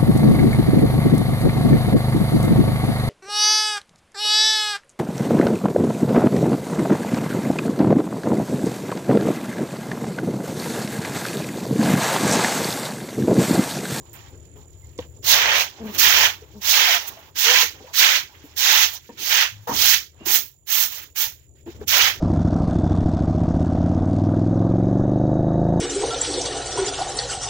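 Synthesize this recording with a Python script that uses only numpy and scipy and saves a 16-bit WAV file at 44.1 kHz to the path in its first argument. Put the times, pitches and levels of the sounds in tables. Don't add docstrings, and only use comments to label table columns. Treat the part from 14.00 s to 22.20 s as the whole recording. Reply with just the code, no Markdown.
import sys
import numpy as np
from scipy import signal
from scipy.fft import rfft, irfft, next_fast_len
from scipy.io import wavfile
from scipy.ndimage import uniform_filter1d

SR = 44100
rng = np.random.default_rng(int(sys.argv[2]) if len(sys.argv) > 2 else 0)


def to_wav(s):
    ch = np.atleast_2d(s).T
    pcm = np.round(np.clip(ch, -1, 1) * 32767)
    wavfile.write(sys.argv[1], SR, pcm.astype(np.int16))


def volts_from_db(level):
    exponent = np.asarray(level, float) / 20
    return 10 ** exponent


N = 361619


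def evened(x):
    return x / np.sqrt(np.mean(x ** 2) + 1e-20)


def read(points, hz):
    f, value = np.transpose(points)
    return np.interp(np.log(hz + 1), np.log(f + 1), value)


def along(rows):
    s, level_db = np.transpose(rows)
    return np.interp(np.arange(N) / SR, s, level_db)


def add(mix, s, sound):
    part = mix[round(s * SR):][:len(sound)]
    part += sound[:len(part)]


def smooth_twice(x, size, mode="reflect"):
    once = uniform_filter1d(x, size=size, axis=0, mode=mode)
    return evened(uniform_filter1d(once, size=size, axis=0, mode=mode))


def resonate(x, hz, width):
    turn = np.exp(2j * np.pi * np.cumsum(hz * np.ones(len(x))) / SR)
    r = np.exp(-np.pi * width / SR)
    return 2 * (turn * signal.lfilter([1 - r], [1, -r], x / turn + 1e-18)).real


def noise_mode(noise, hz, width, second_width=None):
    return evened(resonate(resonate(noise, hz, width), hz, second_width or width))


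def ports(a, b, gain=lambda hz: 1, same=None):
    # pitch_hz, left-right likeness (0-1)
    likeness = [(60, 0.75), (130, 0.91), (290, 0.84), (640, 0.83), (1200, 0.07), (2500, 0.29), (6000, 0.05),
                (15000, 0.045)]
    # pitch_hz, left minus right level_db
    balance = [(60, 5), (120, 7.5), (240, 3.5), (700, 3), (1300, -1.5), (2400, -8.5), (4400, -9),
               (6800, -16), (8600, -3.5), (10500, 0.5), (15000, -23)]
    lag_s = 0.14 / 1000
    size = next_fast_len(N)
    hz = np.fft.rfftfreq(size, 1 / SR)
    if same is None:
        same = np.clip(read(likeness, hz), -1, 1)
    za, zb = rfft(a, size), rfft(b, size)
    lean = volts_from_db(read(balance, hz) / 2)
    left = za * lean * np.exp(-2j * np.pi * hz * lag_s)
    right = (same * za + np.sqrt(1 - same ** 2) * zb) / lean
    z = np.array([left, right]) * gain(hz)
    return irfft(z / np.sqrt((lean ** 2 + lean ** -2) / 2), size)[:, :N]


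def patchy(x, db):
    hz, t, z = signal.stft(x, SR, nperseg=256)
    patches = uniform_filter1d(rng.standard_normal((len(t), len(hz))), size=7, axis=0)
    patches = evened(uniform_filter1d(patches, size=5, axis=1))
    return signal.istft(z * volts_from_db(db * patches.T), SR, nperseg=256)[1][:, :N]


def outdoors():
    # pitch_hz, level_db per Hz
    rumble_shape = [(12, -44), (20, -24), (49, -18.5), (69, -6), (81, -1.5), (92, -7), (132, -11.5),
                    (170, -21.5), (220, -45), (370, -120)]
    murmur_shape = [(94, -29), (160, -7.5), (232, -4.5), (330, -0.5), (371, 1), (700, -14), (910, -43),
                    (1540, -120)]
    air_shape = [(300, -27), (550, -19.5), (900, -16), (1500, -29), (3200, -20.5), (5600, -38.5),
                 (7600, -30), (8200, -41), (11000, -31), (14300, -18.5), (16000, -21)]
    # start_s, level_db
    yard = [(0, -50.5), (1.3, -50), (1.7, -58), (1.9, -50), (2.6, -54.5), (2.95, -63.5), (3.3, -57),
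            (3.6, -59), (4.85, -58.5), (5.04, -59), (5.58, -63), (5.72, -43), (6.05, -59.5), (6.3, -55.5),
            (6.6, -62), (7.5, -57), (7.75, -51), (8.2, -53)]
    shuffle = [(0, -51.5), (.9, -57.5), (1.45, -49.5), (1.7, -53.5), (1.95, -43.5), (2.5, -58),
               (3.3, -58.5), (3.6, -55), (5.03, -66.5), (5.2, -48.5), (5.58, -76.5), (5.75, -42.5),
               (6.08, -65.5), (6.32, -45.5), (6.56, -75.5), (6.8, -60.5), (7.45, -65), (7.75, -54)]
    a, b, c, d, e, f = rng.standard_normal((6, N))
    lumps = volts_from_db(2.5 * smooth_twice(c, 2500, mode="wrap"))
    rumble = evened(ports(a, b, lambda hz: volts_from_db(read(rumble_shape, hz))))
    murmur = evened(lumps * ports(e, f, lambda hz: volts_from_db(read(murmur_shape, hz))))
    air = evened(ports(c, d, lambda hz: volts_from_db(read(air_shape, hz))))
    mix = rumble * lumps ** 0.67 * volts_from_db(along(yard) + 4.5)
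    mix += murmur * volts_from_db(along(shuffle))
    return mix + patchy(air, db=3.0) * volts_from_db(-72)


def insects():
    # start_s, level_db
    insect = [(0, -61), (1.2, -62.5), (3, -72), (5, -66), (6.6, -70), (8.2, -65)]
    # pitch_hz, width_hz, level_db
    trill = [(7050, 180, 0), (7150, 500, -3), (10000, 700, -13)]
    trill_hz = 43
    t = np.arange(N) / SR
    drift = evened(uniform_filter1d(rng.standard_normal(N), size=4000))
    throb = 0.75 + np.maximum(np.sin(2 * np.pi * trill_hz * t + 0.7 * drift), 0) ** 2
    wings = np.zeros((2, N))
    for wing, noise in zip(wings, rng.standard_normal((2, N))):
        for hz, width, db in trill:
            wing += volts_from_db(db) * noise_mode(noise, hz, width)
    return volts_from_db(along(insect) + 6.5) * evened(ports(*(throb * wings)))


def tick(db, hz, t60):
    t = np.arange(4000) / SR
    return volts_from_db(db - 60 * t / t60) * noise_mode(rng.standard_normal(len(t)), hz, 0.41 * hz, 0.67 * hz)


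def knock(db, hz, slap_db, thud_db):
    t = np.arange(6000) / SR
    t60 = 0.079 * volts_from_db(0.39 * (-28.5 - db))
    noise = rng.standard_normal((3, len(t)))
    ring = np.sin(2 * np.pi * hz * t) + 0.5 * noise_mode(noise[0], 1.05 * hz, 160)
    slap = 0
    for ratio, mode_db in ((1.96, -1.5), (3.8, -10.5)):
        tone = np.sin(2 * np.pi * ratio * hz * t)
        slap = slap + volts_from_db(mode_db) * (tone + 0.78 * noise_mode(noise[1], ratio * hz, 200))
    slap = slap * volts_from_db(slap_db - 8.5 + 15 * t / t60)
    thud = noise_mode(noise[2], 230, 140) * volts_from_db(thud_db - 1.5 + 25 * t / t60)
    rise = 1 - np.exp(-t / 0.0015)
    return volts_from_db(db - 60 * t / t60) * rise * (ring + slap + thud)


def squeak(length, first_hz, last_hz, top_db, over_db):
    edge_db, overtone_sag_db, wobble_hz = -9.5, -8.5, 7
    t = np.arange(0, length, 1 / SR)
    hz = first_hz + (last_hz - first_hz) * t / length
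    db = top_db + edge_db * (1 - np.sin(np.pi * t / length))
    over_db = over_db + overtone_sag_db * (np.sin(np.pi * (t / length) ** 1.4) - 0.5)
    wobble = evened(uniform_filter1d(rng.standard_normal(len(t)), size=300))
    turn = 2 * np.pi * np.cumsum(hz + wobble_hz * (hz / 300) ** 0.85 * wobble) / SR
    overtones = np.sin(2 * turn) + 0.34 * np.sin(3 * turn) + 0.11 * np.sin(4 * turn)
    tone = np.sin(turn) + volts_from_db(over_db) * overtones
    return np.sqrt(2) * volts_from_db(db + 2.1 * wobble[::-1]) * tone * signal.windows.tukey(len(t), 0.35)


def boots():
    # start_s, peak level_db, hollow ring pitch_hz, slap re peak_db, thud re peak_db
    knocks = [(0.554, -45, 422, -15, -3.5), (0.988, -15.5, 487, -10, -14), (1.05, -49, 480, -20, -20),
              (7.671, -36.5, 433, -0.5, -4), (2.42, -41, 429, -17, -23), (3.169, -40, 660, -20, -33),
              (3.629, -30, 478, -31, -11.5), (3.802, -40.5, 408, -7, -9), (3.841, -37.5, 508, -31, -34),
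              (4.44, -36.5, 289, -19, -27), (5.09, -34, 472, -0.5, -3.5), (5.672, -36, 463, 9, -17),
              (5.691, -21, 483, 9, -7.5), (5.708, -41, 460, 11, 10), (6.207, -37.5, 324, -3, -7.5),
              (6.264, -34, 350, -16.5, -35), (7.747, -46, 406, -16, -5), (7.794, -45, 362, -36, 6),
              (7.812, -28, 412, -9, -18)]
    # start_s, peak level_db, centre pitch_hz, t60_s
    ticks = [
        (0.131, -39.5, 14300, 0.18),
        (.978, -43, 5940, 0.051),
        (0.988, -32, 3140, 0.04),
        (5.092, -49, 900, 0.04),
        (7.673, -63, 1500, .05),
        (7.812, -44, 1500, 0.045),
        (6.21, -50, 900, .03),
    ]
    # start_s, length_s, first pitch_hz, last pitch_hz, level_db
    squeaks = [
        (1.79, .14, 228.5, 204.5, -32.5),
        (2.54, 0.073, 221, 193, -42),
        (3.45, 0.11, 442, 528, -31.5),
    ]
    slurps = [
        (7.658, .055, 336, 350, -33.5),
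        (2.87, 0.052, 790, 630, -28.5),
        (2.93, .06, 750, 640, -34.5),
        (3.54, 0.11, 1020, 1012, -33),
    ]
    chirps = [
        (.822, .043, 2120, 2100, -60),
        (6.185, 0.087, 2820, 2830, -55),
    ]
    hums = [
        (5.49, .18, 105, 102.7, -43.5),
    ]
    mix = np.zeros(N)
    for s, *row in knocks:
        add(mix, s, knock(*row))
    for s, *row in ticks:
        add(mix, s, tick(*row))
    for rows, overtones_db in (squeaks, -6), (slurps, -18), (chirps, -40), (hums, -32):
        for s, *row in rows:
            add(mix, s, squeak(*row, overtones_db))
    return ports(mix, mix, same=0.98)


def scratches(per_s, spread_db, ms):
    catches = volts_from_db(spread_db * np.minimum(rng.exponential(1, N), 5)) * (rng.random(N) < per_s / SR)
    bursts = signal.lfilter([1], [1, -np.exp(-1000 / (ms * SR))], catches)
    return bursts * rng.standard_normal((2, N))


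def ringing(per_s, spread_db, cycles, count=28):
    out = np.zeros((2, N))
    for hz in np.geomspace(350, 9000, count):
        at = rng.integers(0, N, int(per_s * N / SR / count * np.sqrt(hz / 2000)))
        size = volts_from_db(spread_db * np.minimum(rng.exponential(1, len(at)), 5))
        train = np.zeros((2, N))
        train[:, at] = size * rng.choice([-1., 1.], (2, len(at)))
        u = np.arange(int(3 * cycles * SR / hz)) * hz / SR
        tone = u * np.exp(-3 * u / cycles) * np.sin(2 * np.pi * u * (1 + 0.00451 * u))
        out += signal.oaconvolve(train, tone[None] * hz ** 0.39, axes=1)[:, :N]
    return evened(out)


def push(t, swell, curve, lift, db, sag_db, lift_db_per_s):
    touch = -28 * (np.maximum(1 - t / 0.019, 0) + np.maximum(1 - t / swell, 0) ** curve)
    sag = sag_db * np.clip((t - swell) / (lift - swell + 0.00087), 0, 1)
    return db + touch + sag - lift_db_per_s * np.maximum(t - lift, 0)


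def motion():
    # touch start_s, swell_s, hold_s, full pressure level_db, sag over the hold_db
    strokes = [(1.227, 0.12, 0.26, -19.5, -2), (1.964, 0.086, 0.21, -18.5, 0.5), (2.6, 0.18, 0.17, -20, 1),
               (3.341, 0.14, 0.14, -17.5, -2), (3.92, 0.096, 0.15, -16, -5), (4.55, 0.16, .13, -19, -2),
               (5.159, 0.16, 0.11, -20.5, 2), (5.705, .16, 0.076, -24, 1), (6.24, 0.092, 0.025, -30.5, 4.5),
               (6.654, 0.064, 0.12, -31.5, 0.5), (7.141, 0.04, 0.061, -34.5, 2.5),
               (7.862, 0.1, 0.12, -17.5, -3)]
    # swell_s, full spray level_db, sag until the lift_db, lull in mid push_db
    sprays = [(0.086, -18, -10.5, -14.5), (0.033, -19, -8.5, -2.5), (0.1, -21, -8, -3.5),
              (0.064, -23.5, -0.5, -4), (0.079, -19.5, -11, -4.5), (0.036, -27, 2.5, 0.5),
              (0.051, -36.5, 6.5, 6.5), (0.038, -33.5, 11, 6.5), (0.03, -26.5, 10, 0), (0.077, -22, 0, 0.5),
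              (0.028, -30.5, 5.5, 3.5), (0.021, -25.5, -3.5, 2)]
    # swell curve exponent (0.6-4.5), drag re pressure_db, drag growth over the push_db,
    # hiss re pressure and spray_db
    grips = [(1.75, -10.5, 3.5, 2.5), (2.27, -17.5, 7.5, 1), (1.76, -10, -4.5, 2.5), (1.12, -13, -2.5, 2.5),
             (0.92, -19, 2, 3), (2.02, -15, 1, 3), (0.62, -8.5, -9, 1.5), (2.05, -7.5, -12, 2.5),
             (4.5, -4.5, -9, -3.5), (1.34, -12.5, 0, -3), (2.1, -12.5, 1, -3), (1.64, -13, 0.5, 1.5)]
    # start_s, length_s, level_db, spray re level_db, drag re level_db
    rustles = [(0, 0.37, -64.5, -6, 1.5), (0.133, 0.22, -56.5, -7, 2.5), (0.275, 0.38, -68, -9, 2.5),
               (0.553, .14, -66.5, -1, 8.5), (0.664, 0.64, -70, 0, 1), (.995, 0.081, -54, -7, 1),
               (1.72, 0.72, -53.5, -13, 2), (1.935, 0.051, -40.5, 1, -9), (2.385, 0.58, -63.5, -1, 1.5),
               (3.0, 0.18, -45.5, 2, 0), (3.146, .2, -55, -7, 2.5), (3.733, 0.32, -55, -10, -4),
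               (4.28, 0.43, -59, -5, -1), (4.973, 0.5, -60.5, -4, -18), (5.546, 0.36, -62, -2, -5),
               (5.67, 0.086, -43.5, 4, 14), (6.899, 0.18, -43.5, 4.5, -12), (7.38, 0.12, -69.5, -3.5, -16),
               (7.55, .11, -69.5, -5.5, -14), (7.657, 0.15, -57, -5.5, -3.5), (8.153, .1, -61, -6, -8)]
    swings = [
        (1.068, 0.14, -75.5, 3, 8.5),
        (1.22, 0.033, -52, 2, -6),
        (2.41, 0.044, -59, -15, 3),
        (1.828, .16, -47, -2.5, -4),
        (3.06, 0.038, -44.5, 11, -17),
        (6.13, 0.23, -56.5, -21, 3.5),
        (7.78, 0.073, -60, -4, 7),
        (3.86, .07, -65, 1, 17.5),
        (4.9, 0.091, -49.5, 9, 0.5),
        (1.7, 0.058, -63, -8, 8),
    ]
    power = np.zeros((N, 4))
    for stroke, wet, grip in zip(strokes, sprays, grips):
        s, swell, hold, db, sag_db = stroke
        wet_swell, wet_db, wet_sag_db, lull_db = wet
        curve, drag_db, late_db, hiss_db = grip
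        lift = swell + hold
        t = np.arange(0, lift + 0.35, 1 / SR)
        press = push(t, swell, curve, lift, db, sag_db, 276.5)
        spray = push(t, wet_swell, 1.385, lift, wet_db, wet_sag_db, 264)
        wet_part = np.clip((t - wet_swell) / (lift - wet_swell + 0.001), 0, 1)
        spray = spray + lull_db * np.sin(np.pi * wet_part)
        drag = press + drag_db + late_db * np.minimum(t / lift, 1)
        hiss = press + 0.67 * (spray - press) + hiss_db
        add(power, s, volts_from_db(np.transpose([drag, press, hiss, spray])) ** 2)
    flicker_db = 2.5 * smooth_twice(rng.standard_normal((N + SR, 4)), 900)
    for rows, lean in (rustles, 0.49), (swings, 1.6):
        for s, length, db, spray_db, drag_db in rows:
            t = np.arange(0, length + 0.12, 1 / SR)
            level = db - 17.5 * (1 - np.sin(np.pi * np.minimum(t / length, 1) ** lean)) ** 2
            level = level - 298 * np.maximum(t - length, 0)
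            levels = level[:, None] + flicker_db[round(s * SR):][:len(t)]
            levels = levels + [drag_db, 0, 0.3 * spray_db - 1.5, spray_db]
            rise = np.minimum(t / 0.0044, 1)[:, None]
            add(power, s, (volts_from_db(levels) * rise) ** 2)
    return np.sqrt(power.T)


def broom():
    # pitch_hz, level_db per Hz
    twigs = [(88, -57.5), (150, -41), (286, -28), (514, -8.5), (689, -6), (838, -0.5), (1340, 1), (1870, 5),
             (3230, 5), (4780, -7.5), (6280, -5.5), (8590, -26), (11700, -18.5), (15100, -4.5),
             (16000, -7.5)]
    drag, scrape, hiss, spray = motion()
    grit = evened(scratches(6000, 0.72, 3.7)) + volts_from_db(-5.5) * ringing(4000, 1.7, 19.2)
    mist = scratches(7100, 2.8, 3.6)

    def below(hz, edge_hz):
        return 1 / (1 + (hz / edge_hz) ** 12)

    def band(x, low_hz, high_hz):
        def colour(hz):
            return volts_from_db(read(twigs, hz)) * np.sqrt(below(hz, high_hz) - below(hz, low_hz))
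        return evened(ports(*x, colour))

    mix = band(grit, 60, 1030) * drag
    mix += band(grit, 1347, 3460) * scrape * volts_from_db(1.0)
    mix += band(grit, 4375, 8400) * hiss * volts_from_db(3.5)
    mix += band(mist, 7080, 18100) * spray * volts_from_db(6.5)
    return patchy(mix, db=1.0)


def scene():
    return outdoors() + insects() + boots() + broom()


def top_cut(x):
    return signal.sosfilt(signal.butter(12, 16200, fs=SR, output="sos"), x)


def record(dry):
    edge = signal.firwin(801, 15850, window=("kaiser", 8), fs=SR)
    mix = signal.oaconvolve(np.clip(dry, -1, 1), edge[None], "same", axes=1)
    return top_cut(mix)


dry = scene()
out = record(dry)
to_wav(out)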